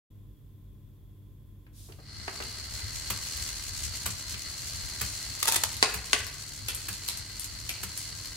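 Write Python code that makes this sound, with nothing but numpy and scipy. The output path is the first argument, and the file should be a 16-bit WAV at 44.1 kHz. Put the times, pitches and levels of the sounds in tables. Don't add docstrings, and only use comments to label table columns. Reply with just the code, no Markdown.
import sys
import numpy as np
from scipy import signal
from scipy.fft import rfft, irfft, next_fast_len
from scipy.io import wavfile

SR = 44100
rng = np.random.default_rng(int(sys.argv[2]) if len(sys.argv) > 2 else 0)


def unload_wav(signal):
    wavfile.write(
        sys.argv[1],
        SR,
        np.round(np.clip(np.atleast_2d(signal).T, -1, 1) * 32767).astype(np.int16),
    )


N = 368676
TIME = np.arange(N) / SR

# (f/Hz, level/dB)
REVERB_TIME = [(100, 0.24), (300, 0.61), (1000, 0.6), (1900, 0.67), (4600, 0.44), (9000, 0.4),
               (16000, 0.079)]
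COHERENCE = [(30, 0.25), (65, 0.62), (130, 0.9), (300, 0.82), (640, 0.64), (1400, 0.44), (3000, 0.52),
             (6000, 0.0086)]
HUM_LINES = [(49, -58), (100, -55.5), (138, -61), (200, -68), (300, -70)]
# (f/Hz, relative level/dB)
AIR_SPECTRUM = [(20, -31.5), (45, 4.5), (62, -6.5), (78, -3.5), (108, -1), (155, -12.5), (340, -18.5),
                (480, -26.5), (750, -38.5), (1500, -42.5), (3000, -44.5), (5500, -47.5), (9000, -47.5),
                (12500, -38.5), (16000, -41)]
HISS_SPECTRUM = [(1500, -13), (2600, -9), (3600, 2), (8000, 2), (11000, 2), (16000, -5)]
TABLE_SPECTRUM = [(20, -33), (40, -22), (60, 4), (85, 2), (115, -3.5), (150, -23), (200, -14.5),
                  (300, -30.5), (600, -44.5)]
CLICK_SPECTRUM = [(250, -7.5), (1200, -9.5), (2500, -3), (10000, 1.5), (12500, 3), (16000, -9)]
FIST_SPECTRUM = [(200, -12), (430, -4), (700, -5.5), (900, -4.5), (2000, -4.5), (4000, 1.5), (8000, 1.5),
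                 (11000, 2), (16000, -8)]
FALL_SPECTRUM = [(250, 2), (1500, -0.5), (5500, -6.5), (7500, -5), (10000, -8.5), (12500, -27),
                 (16000, -20)]
CAM_SPECTRUM = [(250, 1.5), (700, 0), (1400, 3), (10000, -11), (16000, -11.5)]
MESH_SPECTRUM = [(100, -4), (250, -7.5), (420, -10), (560, -20.5), (800, -12.5), (1200, -7.5), (1900, -9),
                 (2600, -12), (3600, -9.5), (4300, -0.5), (5000, -2), (6500, -10), (10000, -14),
                 (16000, -50)]
SLIDE_SPECTRUM = [(1000, -24), (2500, -8), (4500, -5), (5800, 1), (8000, 0), (9000, -6.5), (10500, -6),
                  (12000, -10), (16000, -14.5)]
# (f/Hz, bandwidth/Hz, gain/dB)
AIR_MODES = [(1036, 93, 11.4), (3320, 130, 12), (3560, 160, 9.5), (7200, 540, 3)]
HAND_MODES = [(906, 140, 10.6), (1270, 200, 10.7), (1860, 390, 8.4), (2610, 250, 5.8), (3530, 330, 2.4),
              (4480, 370, 2.1), (6900, 490, 2)]
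HOPPER_MODES = [(265, 45, 8.2), (450, 150, 8.8), (705, 160, 5.1), (1065, 110, 8.1), (1495, 100, 7),
                (1740, 100, 2.8), (2007, 230, 8.3), (2520, 710, 7.2), (3930, 260, 4.6), (4520, 390, 4.1),
                (5100, 600, 4.5)]
FRAME_MODES = [(408, 120, 9.5), (660, 90, 3), (1200, 170, 2), (1450, 500, 2.5), (2040, 360, 1.5),
               (2690, 690, 6), (4430, 500, 5)]
AXLE_MODES = [(5780, 130, -4.5), (8100, 330, -1.5), (10100, 750, 1.5)]
GEARBOX_MODES = [(562, 53, 11), (659, 74, 9.5), (914, 50, 2.5), (1330, 90, 1), (1585, 76, 6.5),
                 (2040, 270, 8.5), (2910, 87, 8.5), (4198, 180, 11.5), (4555, 140, 9.5)]
# (f/Hz, relative level/dB)
TABLE_MODES = [(68, 0), (112, 5), (185, -4.5)]
# (lower f/Hz, upper f/Hz)
BANDS = [(250, 800), (800, 2500), (2500, 7000), (7000, 16000)]
CLICK_BAND_DB = [-8.5, -4, 0, 6]
FALL_BAND_DB = [-3.5, .3, -5.5]
DROP_BAND_DB = [-11, 1, 0.5, 8.5]
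# (t/s, level/dB, strongest f/Hz, rise time/s)
SLACK_KNOCKS = [(1.664, -63.5, 1520, 0.0026), (1.884, -50.5, 480, 0.013), (1.921, -55.5, 4200, .001),
                (1.984, -52.5, 560, .008), (2.279, -33, 1000, 0.00022), (2.331, -49, 700, .002),
                (2.401, -36, 754, 0.0018), (2.422, -43, 4200, 0.00093), (2.791, -44, 2800, .001),
                (3.367, -40, 7980, .001), (3.488, -43, 6000, 0.00065), (4.341, -39.5, 3200, 0.0016)]
# (t/s, level/dB, decay time/s, f/Hz of the struck part)
BALL_CLICKS = [(5.767, -44, 0.0034, 4300), (6.267, -46, .001, 5000), (6.684, -32.5, 0.0047, 2740),
               (6.748, -42.5, 0.0011, 9150), (6.753, -45, .0008, 8800), (6.929, -47, .0018, 4270),
               (7.079, -43, 0.0022, 5500), (7.086, -34.5, .0016, 4060), (7.173, -43.5, .0025, 6500),
               (7.396, -43, 0.0022, 9600), (7.443, -43.5, 0.0035, 6480), (7.692, -34, 0.0033, 2600),
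               (7.976, -43, 0.00097, 9700), (8.256, -47.5, .002, 4330)]
# (t/s, level/dB)
FIST_CLACKS = [(5.427, -25.5), (5.454, -31), (5.472, -29.5), (5.479, -25), (5.485, -24.5), (5.521, -26.5),
               (5.543, -28), (5.558, -26.5), (5.563, -28.5), (5.6353, -24)]
# (t/s, level/dB, knock-band level/dB)
HOPPER_FALLS = [(5.827, -20.5, -30), (6.1316, -22.5, -36.5)]
# (t/s, level/dB)
LIFTER_DROPS = [(3.1, -39.5), (4.057, -39.5), (5.0105, -40), (5.938, -42.8), (6.883, -43.5), (7.83, -44.5)]
# (phase/turns, width/turns, relative level/dB)
CAM_LOBES = [(.04, 0.067, -2.5), (.315, 0.052, -3.5), (.63, .04, -6.5), (.78, 0.11, -1.5)]
# (t/s, f/Hz)
ROTOR_SPEED = [(1.9, 14), (2.2, 61), (2.5, 67), (2.8, 76.5), (3.3, 81), (4.0, 65), (4.7, 79), (5.5, 80),
               (6.6, 70.7), (8.36, 84)]
# (t/s, meshing level/dB, sliding level/dB)
GEAR_LOAD = [(1.95, -68, -72), (2.09, -50, -68), (2.2, -47, -56), (2.38, -45, -49.5), (2.9, -45, -43.5),
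             (3.3, -45, -40.5), (4.4, -45.5, -43.5), (5.45, -45, -42), (6.0, -48, -44.5),
             (6.45, -49.5, -46), (6.8, -48, -45.5), (8.36, -48, -46.5)]
MOTOR_START_S = ROTOR_SPEED[0][0]


def amp(db):
    return 10 ** (np.asarray(db) / 20)


def unit(x):
    return x / np.sqrt(np.mean(x ** 2) + 1e-20)


def over_frequency(points, hz):
    f, value = np.transpose(points)
    return np.interp(np.log(hz + 1), np.log(f), value)


def over_time(rows, column=1):
    rows = np.asarray(rows)
    return np.interp(TIME, rows[:, 0], rows[:, column])


def add(mix, start_s, sound):
    part = mix[:, max(round(start_s * SR), 0):][:, :sound.shape[1]]
    part += sound[:, :part.shape[1]]


def wander(hz):
    f = np.fft.rfftfreq(N, 1 / SR)
    return unit(irfft(rfft(rng.standard_normal(N)) * np.exp(-(f / hz) ** 2), N))


def colour(x, spectrum=None, modes=()):
    size = 2 * next_fast_len(x.shape[1] // 2 + 2048)
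    hz = np.fft.rfftfreq(size, 1 / SR)
    db = over_frequency(spectrum, hz) if spectrum else np.zeros(len(hz))
    for f, width, peak_db in modes:
        db = db + peak_db / (1 + (2 * (hz - f) / width) ** 2)
    cepstrum = irfft(np.log(amp(db)))
    cepstrum[1:size // 2] *= 2
    cepstrum[size // 2 + 1:] = 0
    z = rfft(x, size)
    angle = np.arcsin(np.clip(over_frequency(COHERENCE, hz), -1, 1)) / 2
    blended = np.cos(angle) * z + np.sin(angle) * z[::-1]
    return irfft(blended * np.exp(rfft(cepstrum)))[:, :x.shape[1]]


def noise(spectrum, modes=()):
    return unit(colour(rng.standard_normal((2, N)), spectrum, modes))


def burst(crack_s, ring_s, ring_db, size=6000):
    t = np.arange(size) / SR
    return rng.standard_normal((2, size)) * (np.exp(-t / crack_s) + amp(ring_db) * np.exp(-t / ring_s))


def at_level(x, db):
    return x * amp(db) * np.sqrt(.02 * SR / (x ** 2).sum(1).mean())


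def band_levels(hz, db, db_per_octave):
    centres = np.sqrt(np.prod(BANDS, axis=1))
    return db - db_per_octave * abs(np.log2(centres / hz))


def impact(contact, spectrum, modes, levels_db):
    ringing = colour(contact, spectrum, modes)
    filters = (signal.butter(3, edges, "band", fs=SR, output="sos") for edges in BANDS)
    bands = (signal.sosfilt(sos, ringing) for sos in filters)
    return sum((-1) ** k * at_level(band, db) for k, (band, db) in enumerate(zip(bands, levels_db)))


def from_left(x, samples=10):
    return np.array([x[0], np.roll(x[1], samples)])


def room(x, wet_db, delay_s=.008):
    t = np.arange(SR // 2) / SR
    echoes = rng.standard_normal((2, len(t))) * (rng.random((2, len(t))) < .15) * (t > delay_s)
    hz, s, z = signal.stft(echoes * (1 + 1.97 * np.exp(-t / 0.014)), SR, nperseg=256)
    decay = amp(-60 * s / over_frequency(REVERB_TIME, hz)[:, None])
    tail = signal.istft(z * decay, SR, nperseg=256)[1]
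    tail /= np.linalg.norm(tail, axis=1, keepdims=True)
    return x + amp(wet_db) * colour(signal.fftconvolve(x, tail, axes=1)[:, :N])


def cam_swell(phase, width):
    drops = np.array(LIFTER_DROPS)[:, 0]
    turn_s = np.diff(drops).mean()
    turns = TIME / turn_s + np.interp(TIME, drops, np.arange(len(drops)) - drops / turn_s)
    distance = (turns - phase + .5) % 1 - .5
    return np.exp(-(distance / width) ** 2)


def room_hum(air_db=-53, waver=0.2):
    out = amp(air_db) * noise(AIR_SPECTRUM, AIR_MODES)
    for hz, db in HUM_LINES:
        tone = np.sin(2 * np.pi * hz * TIME + waver * wander(5.2))
        out += amp(db) * np.sqrt(2) * tone * (1 + waver * wander(3.8))
    return out


def hiss(start_s=1.723, length_s=0.14, attack_s=0.067, release_s=0.11, db=-54):
    t = TIME - start_s
    envelope = np.clip(t / attack_s, 0, 1) * np.exp(-np.maximum(t - length_s, 0) / release_s)
    return amp(db) * envelope * noise(HISS_SPECTRUM)


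def tabletop(steady_db=-12, build_s=0.81):
    lobe_power = sum((amp(db) * cam_swell(phase, width)) ** 2 for phase, width, db in CAM_LOBES)
    shake = np.sqrt(amp(steady_db) ** 2 + lobe_power)
    onset = np.sqrt(np.clip((TIME - MOTOR_START_S) / build_s, 0, 1))
    return noise(TABLE_SPECTRUM) * shake * onset * amp(over_time(LIFTER_DROPS)) * amp([[2], [-2]])


def linkage(ticks_per_s=7, tick_hz=6500, tick_rise_s=.0007):
    out = np.zeros((2, N))
    tick_samples = np.flatnonzero((rng.random(N) < ticks_per_s / SR) & (TIME > MOTOR_START_S))
    tick_db = over_time(GEAR_LOAD, column=2) - 6.5 + 2 * rng.uniform(-0.8, 1, N)
    ticks = [(TIME[i], tick_db[i], tick_hz, tick_rise_s) for i in tick_samples]
    for s, db, hz, rise_s in SLACK_KNOCKS + ticks:
        contact = burst(crack_s=0.0029 + rise_s, ring_s=0.014, ring_db=-12)
        contact *= 1 - np.exp(-TIME[:contact.shape[1]] / rise_s)
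        add(out, s, impact(contact, CAM_SPECTRUM, FRAME_MODES, band_levels(hz, db, db_per_octave=7.5)))
    return room(from_left(out), wet_db=-9)


def ball_clicks(shell_hz=8400):
    out = np.zeros((2, N))
    for s, db, decay_s, hz in BALL_CLICKS:
        contact = burst(crack_s=decay_s, ring_s=4 * decay_s, ring_db=-13)
        modes = [(hz, 0.35 * hz, 7), (shell_hz, 600, 4)]
        levels_db = band_levels(hz, db, db_per_octave=4.5) + CLICK_BAND_DB
        add(out, s, impact(contact, CLICK_SPECTRUM, modes, levels_db))
    return room(from_left(out) * amp([[.6], [-.6]]), wet_db=-3)


def fist(tip_from_s=5.49, tip_to_s=5.575, nudges=6, nudge_db=-33.5):
    out = np.zeros((2, N))
    nudge_times = tip_from_s + (tip_to_s - tip_from_s) * (np.arange(nudges) + rng.random(nudges)) / nudges
    for s, db in FIST_CLACKS + [(s, nudge_db) for s in nudge_times]:
        contact = burst(crack_s=.003, ring_s=.007, ring_db=-22)
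        contact *= 1 - np.exp(-TIME[:contact.shape[1]] / 0.0019)
        add(out, s, at_level(colour(contact, FIST_SPECTRUM, HAND_MODES), db))
    return room(from_left(out, samples=5) * amp([[.5], [-.5]]), wet_db=-8.5)


def hopper():
    out = np.zeros((2, N))
    for s, db, knock_db in HOPPER_FALLS:
        contact = burst(crack_s=0.00045, ring_s=0.0081, ring_db=-9.5)
        add(out, s, impact(contact, FALL_SPECTRUM, HOPPER_MODES, [knock_db, *np.add(FALL_BAND_DB, db)]))
    return room(from_left(out) * amp([[.5], [-.5]]), wet_db=-8)


def lifters(rise_s=0.0036, second_landing_s=.0055, thump_delay_s=0.00835, thump_gain_db=5.5):
    out, t = np.zeros((2, N)), np.arange(SR // 4) / SR
    thump = sum(amp(db) * np.sin(2 * np.pi * hz * t) for hz, db in TABLE_MODES)
    thump *= (1 - np.exp(-t / 0.0094)) * np.exp(-t / 0.023)
    for s, db in LIFTER_DROPS:
        contact = burst(crack_s=.0045, ring_s=.016, ring_db=-8)
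        contact *= np.minimum(t[:contact.shape[1]] / rise_s, 1)
        add(contact, second_landing_s, .8 * burst(crack_s=.003, ring_s=.014, ring_db=-7))
        add(out, s, impact(contact, CAM_SPECTRUM, FRAME_MODES, np.add(DROP_BAND_DB, db)))
        add(out, s + thump_delay_s, amp(db + thump_gain_db) * np.array([thump, thump]))
    return room(out, wet_db=-7)


def teeth(turns, per_turn, spread_db, throb, rub):
    hits = rng.random(N) < per_turn * over_time(ROTOR_SPEED) / SR
    strength = amp(spread_db * np.minimum(rng.exponential(1, N), 3))
    taps = unit(hits * strength * rng.choice([-1, 1], (2, N)))
    modulation = np.exp(throb * (np.cos(2 * np.pi * turns) + 0.053 * np.cos(4 * np.pi * turns)))
    return (taps + rub * rng.standard_normal((2, N))) * modulation


def gears():
    turns = np.cumsum(over_time(ROTOR_SPEED) * (1 + 0.005 * wander(4.4))) / SR
    running = np.clip((TIME - 1.92) / 0.088, 0, 1)
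    lift = cam_swell(phase=0.25, width=0.067)
    mesh = colour(teeth(turns, per_turn=14, spread_db=2.5, throb=.22, rub=.8), MESH_SPECTRUM, GEARBOX_MODES)
    slide = colour(teeth(turns, per_turn=12, spread_db=3, throb=.34, rub=1.2), SLIDE_SPECTRUM, AXLE_MODES)
    mesh_db = over_time(GEAR_LOAD, column=1) + 2 + 0.95 * lift + 0.77 * wander(25)
    slide_db = over_time(GEAR_LOAD, column=2) + 1.5 * lift + 2.3 * wander(27)
    whirr = unit(mesh) * amp(mesh_db) + unit(slide) * amp(slide_db)
    return room(running * whirr * amp([[.6], [-.6]]), wet_db=-8.5)


def scene():
    background = room_hum() + hiss()
    machine = gears() + tabletop() + lifters() + linkage()
    return background + machine + hopper() + ball_clicks() + fist()


def record(dry, cutoff_hz=15850):
    fade_in = np.clip((TIME - .102) / .005, 0, 1)
    lowpass = signal.firwin(511, cutoff_hz, window=("kaiser", 9), fs=SR)
    return signal.oaconvolve(np.clip(dry * fade_in, -1, 1), lowpass[None], "same")


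dry = scene()
out = record(dry)
unload_wav(out)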